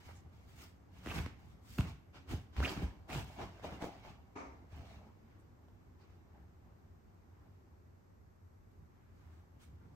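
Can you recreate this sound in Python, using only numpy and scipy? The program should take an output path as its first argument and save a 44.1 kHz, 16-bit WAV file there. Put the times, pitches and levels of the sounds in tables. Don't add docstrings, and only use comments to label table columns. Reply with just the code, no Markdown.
import sys
import numpy as np
from scipy import signal
from scipy.fft import rfft, irfft
from scipy.io import wavfile
from scipy.ndimage import uniform_filter1d, map_coordinates

SR = 44100
rng = np.random.default_rng(int(sys.argv[2]) if len(sys.argv) > 2 else 0)


def pcm_store(signal):
    levels = np.round(np.clip(np.atleast_2d(signal), -1, 1) * 32767)
    wavfile.write(sys.argv[1], SR, levels.astype(np.int16).T)


N = 438794
TIME, BINS = np.arange(N) / SR, np.fft.rfftfreq(N, 1 / SR)
TOP_HZ = 15900


def amp(db):
    return 10 ** (np.asarray(db) / 20)


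def unit(x):
    return x / np.sqrt(np.mean(x ** 2) + 1e-20)


def read(points, hz):
    row_hz, value = np.transpose(points)
    return np.interp(np.log(hz + 1), np.log(row_hz + 1), value)


def add(mix, start_s, sound):
    part = mix[..., round(start_s * SR):][..., :sound.shape[-1]]
    part += sound[..., :part.shape[-1]]


def wander(hz):
    return unit(irfft(rfft(rng.standard_normal(N)) * np.exp(-(BINS / hz) ** 2), N))


def spread(pair, colour_db, likeness):
    a, b = rfft(pair)
    same = np.clip(read(likeness, BINS), -1, 1)
    mid, side = a * np.sqrt(1 + same), b * np.sqrt(1 - same)
    return unit(irfft(np.array([mid + side, mid - side]) * amp(colour_db), N))


def bumps(peaks):
    return sum(db / (1 + (2 * (BINS - hz) / width) ** 2) for hz, width, db in peaks)


def gesture(rise_s, length_s, fade_db_per_s):
    t = np.arange(SR) / SR
    rise = np.sin(np.pi / 2 * np.minimum(t / rise_s, 1)) ** 2
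    return rise * amp(-fade_db_per_s * np.maximum(t - length_s, 0))


# frequency in Hz, relative level in dB.
AIR_COLOUR = [(20, -39.5), (36, -11.5), (50, -13.5), (90, -3), (120, -12.5), (165, -12.5), (280, -19),
              (550, -22.5), (1100, -25.5), (2000, -34), (3200, -45.5), (6200, -43.5), (8500, -48.5),
              (10000, -63), (12500, -42), (14000, -75)]
# pitch in Hz, width in Hz, boost in dB.
AIR_HUMS = [(55.6, 22.4, 2.5), (86.6, 43, 6), (236.7, 41, 4), (379, 120, 4)]
# frequency in Hz, likeness.
AIR_LIKENESS = [(60, 1), (130, 0.62), (290, 0.26), (640, -0.47), (3000, 0.099), (15000, 0.11)]


def room_air(level_db=-61.16, swell_db=0.96, swell_hz=7, swell_below_hz=450):
    noise = spread(rng.standard_normal((2, N)), read(AIR_COLOUR, BINS) + bumps(AIR_HUMS), AIR_LIKENESS)
    low = irfft(rfft(noise) / (1 + (BINS / swell_below_hz) ** 4), N)
    hiss = noise - low
    return amp(level_db) * (hiss + low * amp(swell_db * wander(swell_hz)))


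def whine(level_db=-94.5, start_hz=11640, creep_hz_per_s=66):
    hz = start_hz + creep_hz_per_s * TIME + 10 * wander(6.1)
    return amp(level_db) * np.sin(2 * np.pi * np.cumsum(hz) / SR)


# time in seconds, pitch in Hz, level in dB.
DRONE_PATH = [(4.7, 199, -86), (5.0, 214, -68.5), (5.45, 238, -73), (5.8, 248, -72.5), (6.1, 256, -91)]


def drone(waver_hz=8.1):
    times, hz, db = np.transpose(DRONE_PATH)
    phase = 2 * np.pi * np.cumsum(np.interp(TIME, times, hz)) / SR
    tone = unit(wander(waver_hz) * np.cos(phase) + wander(waver_hz) * np.sin(phase))
    return tone * amp(np.interp(TIME, times, db, left=-np.inf, right=-np.inf))


# frequency in Hz, seconds to fade by 60 dB.
ECHO_TIMES = [(100, 0.47), (500, 0.13), (2000, 0.568), (6000, 0.36), (15000, 0.0243)]


def bedroom_echo(sound, echoes_per_s=3000):
    taps = rng.standard_normal((2, SR // 2)) * (rng.random((2, SR // 2)) < echoes_per_s / SR)
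    taps[:, :SR // 200] = 0
    hz, t, bands = signal.stft(taps, SR, nperseg=256)
    bands[1] += (bands[0] - bands[1]) / (1 + (hz[:, None] / 300) ** 2)
    fade = amp(-60 * t / read(ECHO_TIMES, hz)[:, None])
    tail = signal.istft(bands * fade, SR, nperseg=256)[1]
    return signal.fftconvolve(sound, tail / np.linalg.norm(tail[0]), axes=1)[:, :N]


# frequency in Hz, relative level in dB.
PUFF_TONE = [(88, -75), (150, -22), (275, -10), (350, -16), (480, -11), (725, -13), (1100, -16.5),
             (1650, -21.5), (2400, -23), (3190, -35), (6310, -39), (9950, -53), (14000, -80)]
# pitch in Hz, width in Hz, boost in dB.
PUFF_RESONANCES = [(290, 66, 7.5), (409, 37, 7.5), (725, 110, 3.5), (960, 63, 8), (1240, 150, 8.5),
                   (1890, 70, 0), (2270, 91, 8), (2520, 90, 3), (6360, 1500, 5.5)]
# frequency in Hz, likeness.
PUFF_LIKENESS = [(130, 0.2), (290, 0.89), (640, -0.11), (1400, -0.051), (6000, -0.041)]


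def puff(start_s=4.351, level_db=-46.5, rise_s=0.015, length_s=0.055, sink_per_s=0.4):
    out, t = np.zeros((2, N)), np.arange(SR) / SR
    colour_db = read(PUFF_TONE, BINS) + bumps(PUFF_RESONANCES)
    rush = spread(rng.standard_normal((2, N)), colour_db, PUFF_LIKENESS)
    position = np.cumsum(np.exp(-sink_per_s * (t - length_s / 2)))
    rush = np.array([map_coordinates(side[:2 * SR], [position], order=3) for side in rush])
    add(out, start_s, amp(level_db) * gesture(rise_s, length_s, fade_db_per_s=103) * rush)
    return out


# start in seconds, length in seconds, level in dB,
# middle of the hiss in Hz, sharpness (higher means a narrower hiss).
FUR_WHISKS = [(0.06, 0.07, -58, 880, 4), (0.12, 0.11, -70, 6500, 4), (3.1, .08, -51, 2480, 5),
              (3.11, .12, -55, 3200, 4), (3.105, .06, -59, 5300, 2.5), (5.15, .33, -77, 1600, 1.5),
              (5.38, 0.05, -81, 8000, 4), (5.98, 0.09, -78, 4600, 4), (6.26, .23, -77, 1550, 3),
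              (6.6, .19, -78, 1100, 1.5), (7.26, .27, -78, 1200, 1.8), (8.8, .45, -80, 1600, 2),
              (9.08, .44, -76, 1300, 1.6), (9.605, 0.055, -74, 3200, 3), (9.6, 0.07, -71, 8300, 4),
              (9.78, .11, -74, 1380, 6)]


def fur_whisks(grain_db=3):
    out, grain = np.zeros((2, N)), amp(grain_db * wander(400))
    for start, length, db, hz, sharpness in FUR_WHISKS:
        n = round(length * SR)
        noise = rng.standard_normal((2, SR // 2))[:, :n] * grain[round(start * SR):][:n]
        band = signal.lfilter(*signal.iirpeak(hz, sharpness, fs=SR), noise)
        band = signal.lfilter(*signal.butter(2, min(2 * hz, TOP_HZ), fs=SR), band)
        add(out, start, amp(db) * unit(band) * signal.windows.hann(n))
    return out


# start in seconds, length in seconds, level in dB,
# pitch wobble in Hz, then threads crossed per second at the start, midway and at the end.
CLAW_ZIPS = [(1.076, .016, -52, 380, 2750, 3000, 3050), (1.096, 0.026, -47, 360, 2150, 2450, 2700),
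             (1.114, .012, -49, 350, 1800, 1350, 1100), (1.178, .016, -51, 500, 2100, 2450, 2300),
             (2.625, 0.021, -42.5, 280, 1300, 1850, 2300), (2.645, 0.018, -38, 280, 2400, 2700, 2600),
             (2.673, .02, -50.5, 200, 1600, 1580, 1630), (2.673, 0.029, -48.5, 230, 3050, 3090, 3270),
             (2.675, 0.022, -49, 170, 4550, 4780, 4650), (3.097, 0.02, -52, 520, 1300, 2150, 2450),
             (3.128, 0.022, -53, 200, 2450, 2450, 2430)]


def claw_zips(rough_db=4.5, left_lag_s=0.00006):
    out, weave, grip = np.zeros(N), wander(1700), wander(720)
    for start, length, db, wobble_hz, *speed_hz in CLAW_ZIPS:
        progress = np.linspace(0, 1, round(length * SR))
        span = round(start * SR) + np.arange(len(progress))
        hz = np.interp(progress, [0, .5, 1], speed_hz) + wobble_hz * weave[span]
        buzz = np.sin(2 * np.pi * np.cumsum(hz) / SR) * amp(rough_db * grip[span])
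        add(out, start, amp(db) * unit(buzz) * signal.windows.tukey(len(buzz), .3))
    left = np.interp(TIME - left_lag_s, TIME, out)
    return np.array([left, out]) * amp([[-2], [1.5]])


# start in seconds, level in dB, extra gain of the crack in dB.
CLAW_CLICKS = [(1.7862, -31.5, -4), (1.8088, -34.5, -20)]
# pitch in Hz, relative level in dB, seconds to fade by 60 dB.
CLICK_TONES = [(1470, 1, 0.0054), (2670, -1, 0.0067), (2690, -22, 0.045), (3240, -32, 0.015),
               (4330, -18, 0.005), (6600, -11, 0.0027)]


def claw_clicks(crack_s=0.0005):
    out, t = np.zeros((2, N)), np.arange(2048) / SR
    ring = sum(amp(db - 60 * t / fade_s) * np.sin(2 * np.pi * hz * t) for hz, db, fade_s in CLICK_TONES)
    for start, db, crack_db in CLAW_CLICKS:
        crack = np.diff(rng.standard_normal((2, len(t))), prepend=0) / 2 * np.exp(-t / crack_s)
        add(out, start, amp(db) * (ring + amp(crack_db) * crack))
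    return out * amp([[-1.5], [1]])


# start in seconds, level in dB, first pitch of the twang in Hz,
# extra gain of the crack in dB.
CLAW_SNAGS = [(0.091, -44, 1000, -30), (1.061, -36, 2430, -21), (1.0713, -36, 2860, -15),
              (1.1145, -38.5, 1800, -24), (1.139, -40, 1900, -24), (1.160, -37, 5000, -23),
              (1.189, -37, 2700, -22), (1.2618, -35, 2300, -26), (2.312, -43.5, 2200, -28),
              (2.566, -38, 2400, -28), (2.6033, -32, 2000, -27), (2.6612, -29.5, 2600, -19),
              (2.728, -41, 1200, -24), (2.775, -43, 2600, -14), (2.827, -46, 1570, -14),
              (3.0945, -41.5, 1300, -20), (3.1505, -34.5, 1350, -22), (3.159, -36, 1100, -22),
              (3.426, -39, 1100, -24), (3.597, -45, 1000, -22), (3.642, -39, 1150, -22),
              (3.822, -38.5, 3100, -16), (3.852, -37, 900, -24), (4.050, -44.5, 1050, -26),
              (5.684, -54, 900, -29)]


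def claw_snags(crack_s=0.0001, shiver_s=0.003, shiver_db=-14, sweep_cycles=1.8, ring_cycles=2.6):
    out, t = np.zeros((2, N)), np.arange(2048) / SR
    for start, db, hz, crack_db in CLAW_SNAGS:
        noise = rng.standard_normal((3, len(t)))
        cycles = sweep_cycles * np.log(1 + hz * t / sweep_cycles)
        twang = np.sin(2 * np.pi * cycles) * np.exp(-cycles / ring_cycles - t / shiver_s)
        crack = amp(crack_db) * noise[2] / 2 * np.exp(-t / crack_s)
        band = unit(signal.lfilter(*signal.iirpeak(hz, 2, fs=SR), noise[:2]))
        shiver = amp(shiver_db) * band * np.exp(-t / shiver_s)
        add(out, start, amp(db) * (twang + crack + shiver))
    return out * amp([[-1.5], [1]])


# start in seconds, level in dB, first pitch in Hz,
# last pitch in Hz, seconds to reach full strength.
PAW_THUDS = [(1.0632, -36.5, 480, 151, 0.0012), (1.073, -37.5, 500, 200, 0.0019),
             (1.085, -42, 130, 85, 0.0055), (1.182, -37.5, 260, 119, 0.0018),
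             (1.199, -30.5, 147, 65, 0.0054), (1.2635, -37, 420, 120, 0.0013),
             (1.7805, -38, 260, 190, 0.0015), (1.7887, -23, 294, 50, 0.0062),
             (1.799, -33, 72.5, 49.3, 0.0052), (1.817, -38, 210, 150, 0.004), (1.835, -34, 110, 80, 0.006),
             (2.334, -35, 350, 240, 0.0025), (2.3405, -32.5, 105, 72, 0.005),
             (2.582, -29, 85.3, 55.7, 0.011), (2.6031, -34, 625, 330, 0.0014), (2.613, -37, 95, 70, 0.0051),
             (2.774, -36, 268, 122, 0.0036), (2.825, -34.5, 278, 101, 0.0073),
             (2.836, -30.5, 90.3, 50.3, 0.0088), (3.148, -37, 170, 127, 0.016),
             (3.158, -37, 413, 237, 0.0024), (3.182, -39, 162, 84, 0.0033),
             (3.722, -42.5, 230, 150, 0.0038), (3.743, -42, 300, 170, 0.0015),
             (3.826, -29.5, 520, 168, 0.00037), (3.8431, -28, 745, 423, 0.00041),
             (4.623, -52, 380, 250, 0.0024), (4.722, -44, 98, 73, 0.013), (9.25, -53, 93, 76.6, 0.037),
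             (9.741, -51, 87, 73.4, 0.017)]


def paw_thuds(glide_per_swell=1.37):
    out, t = np.zeros(N), np.arange(SR // 4) / SR
    for start, db, first_hz, last_hz, swell_s in PAW_THUDS:
        hz = last_hz + (first_hz - last_hz) * np.exp(-t / (glide_per_swell * swell_s))
        loudness = amp(db) * t / swell_s * np.exp(1 - t / swell_s)
        add(out, start, -loudness * np.sin(2 * np.pi * np.cumsum(hz) / SR))
    return out * amp([[-.3], [.3]])


# frequency in Hz, width in Hz, boost or cut in dB.
CLOTH_RESONANCES = [(808, 270, 4), (1914, 175, -1), (2503, 230, -6), (4280, 290, -0.5)]
# frequency in Hz, left level minus right level in dB.
CLOTH_BALANCE = [(60, -0.5), (200, -2.5), (700, 1.5), (1300, 1), (2400, -4.5), (4400, 1.5), (8100, 5),
                 (15000, -3.5)]
# frequency in Hz, likeness (above 1 counts as 1).
CLOTH_LIKENESS = [(60, 0.9), (130, 0.9), (290, 0.85), (640, 0.6), (1410, 0.28), (3100, -0.5), (4500, -0.18),
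                  (7000, 0.3), (11000, -0.63), (15000, 1.5)]


def friction(colour, slips_per_s, size_db, slip_share, clump_db, clump_hz):
    sizes = amp(size_db * np.minimum(rng.exponential(1, (2, N)), 4)) * rng.choice([-1, 1], (2, N))
    slips = unit(sizes * (rng.random((2, N)) < slips_per_s / SR))
    rubbing = np.sqrt(slip_share) * slips + np.sqrt(1 - slip_share) * rng.standard_normal((2, N))
    balance_db = np.array([[.5], [-.5]]) * read(CLOTH_BALANCE, BINS)
    colour_db = read(colour, BINS) + bumps(CLOTH_RESONANCES) + balance_db
    return spread(rubbing * amp(clump_db * wander(clump_hz)), colour_db, CLOTH_LIKENESS)


# start in seconds, ringing pitch in Hz, its boost in dB, hollow band in Hz, its cut in dB.
FOLD_SHAPES = [(0, 281, 5.5, 1720, -1.5), (2.2, 294, 13, 2050, -3), (3.0, 780, 0.5, 2000, -8),
               (3.3, 680, 3.5, 1900, -2.5), (5.049, 300, 9, 1960, -1)]


def crumple(sound, depth_db=2.5, ring_width=0.2, hollow_width=0.11):
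    hz, t, bands = signal.stft(sound, SR, nperseg=512)
    patches = uniform_filter1d(rng.standard_normal(bands.shape[1:]), size=3, axis=0)
    patches = unit(uniform_filter1d(patches, size=7, axis=1))
    starts, ring_hz, ring_db, hollow_hz, hollow_db = np.transpose(FOLD_SHAPES)
    row = np.searchsorted(starts[1:], t)
    ring = ring_db[row] * np.exp(-(np.log((hz[:, None] + 1) / ring_hz[row]) / ring_width) ** 2)
    hollow = hollow_db[row] * np.exp(-(np.log((hz[:, None] + 1) / hollow_hz[row]) / hollow_width) ** 2)
    return unit(signal.istft(bands * amp(depth_db * patches + ring + hollow), nperseg=512)[1][:, :N])


# rub of the folds, rasp of the creases (added to the rub's dB), hiss of the threads, heave of the bedding.
PAW_STROKES = [(0, 0.0025, 0.056, -75.5, 9, -74, -66), (0.034, 0.029, 0.079, -75.5, 11.5, -71.5, -56),
               (0.101, 0.023, 0.075, -68.5, -3, -79, -59), (0.31, 0.032, 0.15, -84, 9, -81.5, -62),
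               (0.465, 0.021, 0.13, -82.5, 12, -74.5, -59), (0.526, 0.14, 0.094, -63, 5, -59, -64),
               (0.882, .11, 0.2, -67.5, 0, -76, -56), (1.002, 0.11, 0.12, -49.5, -2, -59, -43.5),
               (1.117, 0.04, 0.075, -47.5, 0, -55.5, -38.5), (1.237, .02, 0.034, -56.5, -2.5, -81, -47),
               (1.358, 0.045, 0.17, -86.5, 12, -80, -56.5), (1.59, 0.18, 0.18, -74.5, 9, -61, -55),
               (1.776, 0.011, 0.028, -49.5, -1.5, -58, -37.5), (1.822, 0.025, 0.056, -53, -7.5, -72, -47),
               (1.863, .015, 0.027, -64, 5, -67, -59), (2.121, 0.045, 0.042, -57.5, 0, -77, -56),
               (2.259, 0.075, 0.065, -48.5, -2, -56.5, -37.5), (2.515, 0.032, 0.037, -79.5, 16, -77.5, -90),
               (2.549, 0.036, 0.095, -49.5, -2, -66, -40), (2.599, 0.046, 0.12, -47.5, 0.5, -54.5, -44.5),
               (2.748, 0.025, 0.052, -53.5, -1, -68, -38.5), (2.806, 0.023, 0.025, -47.5, -6.5, -62.5, -40),
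               (2.856, .02, 0.028, -65.5, 1.5, -84, -54), (3.069, 0.045, 0.051, -47, -6.5, -61.5, -47.5),
               (3.112, 0.022, 0.087, -48, -2, -57, -40), (3.235, 0.052, .11, -62.5, 0.5, -70.5, -66),
               (3.338, 0.1, 0.083, -43, -8, -66, -43), (3.45, 0.021, 0.55, -66, -0.5, -83, -61),
               (3.614, 0.039, 0.05, -46.5, -6, -67, -48), (3.687, 0.02, 0.061, -50, -10.5, -70.5, -54.5),
               (3.791, 0.041, 0.056, -44.5, -8.5, -62.5, -51), (3.884, 0.021, 0.09, -62, -9, -84, -74),
               (4.001, 0.061, 0.1, -59.5, -0.5, -76, -53), (4.679, 0.065, 0.14, -61.5, -3.5, -76.5, -51),
               (4.795, 0.094, 0.16, -66.5, 2.5, -76.5, -55), (4.97, 0.019, 0.098, -64, -14, -93, -61),
               (5.3, 0.067, 0.09, -70, -14, -95, -65), (5.973, 0.031, 0.074, -71.5, -3, -91, -79),
               (6.077, 0.025, 0.07, -73, -4.5, -90, -60.5), (6.306, 0.048, 0.13, -70, -22, -95, -60),
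               (6.627, 0.035, 0.095, -73.5, -24, -99, -60), (7.33, .05, 0.13, -77.5, -16, -100, -67),
               (8.676, 0.038, 0.15, -82, -10, -93, -59.5), (9.07, 0.15, 0.32, -76, -5, -84.5, -63.5),
               (9.577, 0.057, 0.042, -71.5, 4, -70, -71), (9.662, 0.02, 0.088, -89, -3, -97, -55.5),
               (9.8, 0.042, 0.13, -77, -10, -94, -58)]


def paw_strokes(levels_db, settle_db_per_s, lag_s=0):
    power = np.zeros(N)
    for (start, rise, length, *_), db in zip(PAW_STROKES, levels_db):
        add(power, start + lag_s, (amp(db) * gesture(rise, length, settle_db_per_s)) ** 2)
    return np.sqrt(power)


# frequency in Hz, relative level in dB.
BEDDING_COLOUR = [(20, -14), (40, -9.5), (65, 9.5), (110, 2), (170, -1), (260, -8), (400, -22),
                  (800, -43.5), (2000, -69)]
FOLD_COLOUR = [(100, -34), (180, -1.5), (310, 1), (400, 1), (500, -4), (720, -3), (1100, -5.5),
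               (1500, -14.5), (2500, -26), (15000, -55)]
CREASE_COLOUR = [(500, -20.5), (1100, -3.5), (1550, -1.5), (1950, -2), (2450, 0.5), (2900, -4.5),
                 (3500, -8.5), (6000, -14.5), (15000, -49)]
THREAD_COLOUR = [(500, -25), (1500, -3), (2600, 2), (3600, 1.5), (4700, 2), (5500, -1), (8000, -2),
                 (10000, -6.5), (12000, -4), (14000, -9), (15700, -8.5), (16500, -20)]
# time in seconds, level of the rub in dB.
BODY_STIRRING = [(0, -70.5), (.35, -70.5), (.8, -73), (1.4, -69.5), (2.1, -75), (2.95, -67.5),
                 (4.25, -70.5), (5.1, -69.5), (5.5, -74), (6.4, -75), (7.6, -75.5), (8.4, -83.5),
                 (8.9, -79.5), (9.95, -73.5)]


def rustle(rasp_trim_db=-1, heave_trim_db=-3, fidget_db=0.5):
    rub_db, rasp_db, hiss_db, heave_db = np.transpose(PAW_STROKES)[3:]
    stir = amp(np.interp(TIME, *np.transpose(BODY_STIRRING)) + fidget_db * wander(8.3))
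    bedding = friction(BEDDING_COLOUR, 430, size_db=0, slip_share=0.18, clump_db=1.66, clump_hz=25.1)
    folds = friction(FOLD_COLOUR, 1300, size_db=2, slip_share=0.41, clump_db=1, clump_hz=66.6)
    creases = friction(CREASE_COLOUR, 1100, size_db=0, slip_share=0.24, clump_db=0, clump_hz=87)
    threads = friction(THREAD_COLOUR, 3500, size_db=7, slip_share=0.23, clump_db=1.1, clump_hz=89.2)
    layers = (folds, rub_db, 0), (creases, rub_db + rasp_db + rasp_trim_db, -11), (threads, hiss_db, -21)
    cloth = np.zeros((2, N))
    for sound, stroke_db, stir_db in layers:
        strokes = paw_strokes(stroke_db, settle_db_per_s=208)
        cloth += crumple(sound) * np.hypot(strokes, stir * amp(stir_db))
    heaves = paw_strokes(heave_db + heave_trim_db, settle_db_per_s=179, lag_s=0.0039)
    return cloth + bedding * np.hypot(heaves, stir * amp(6))


def scene(blow_echo_db=-13, cloth_echo_db=-17):
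    blows = paw_thuds() + claw_snags() + claw_clicks()
    cloth = rustle() + claw_zips() + fur_whisks()
    echoes = bedroom_echo(amp(blow_echo_db) * blows + amp(cloth_echo_db) * cloth)
    return blows + cloth + echoes + puff() + room_air() + drone() + whine()


def record(dry):
    low_pass = signal.firwin(401, TOP_HZ, window=("kaiser", 8), fs=SR)
    return signal.oaconvolve(dry, low_pass[None], "same")


dry = scene()
out = record(dry)
pcm_store(out)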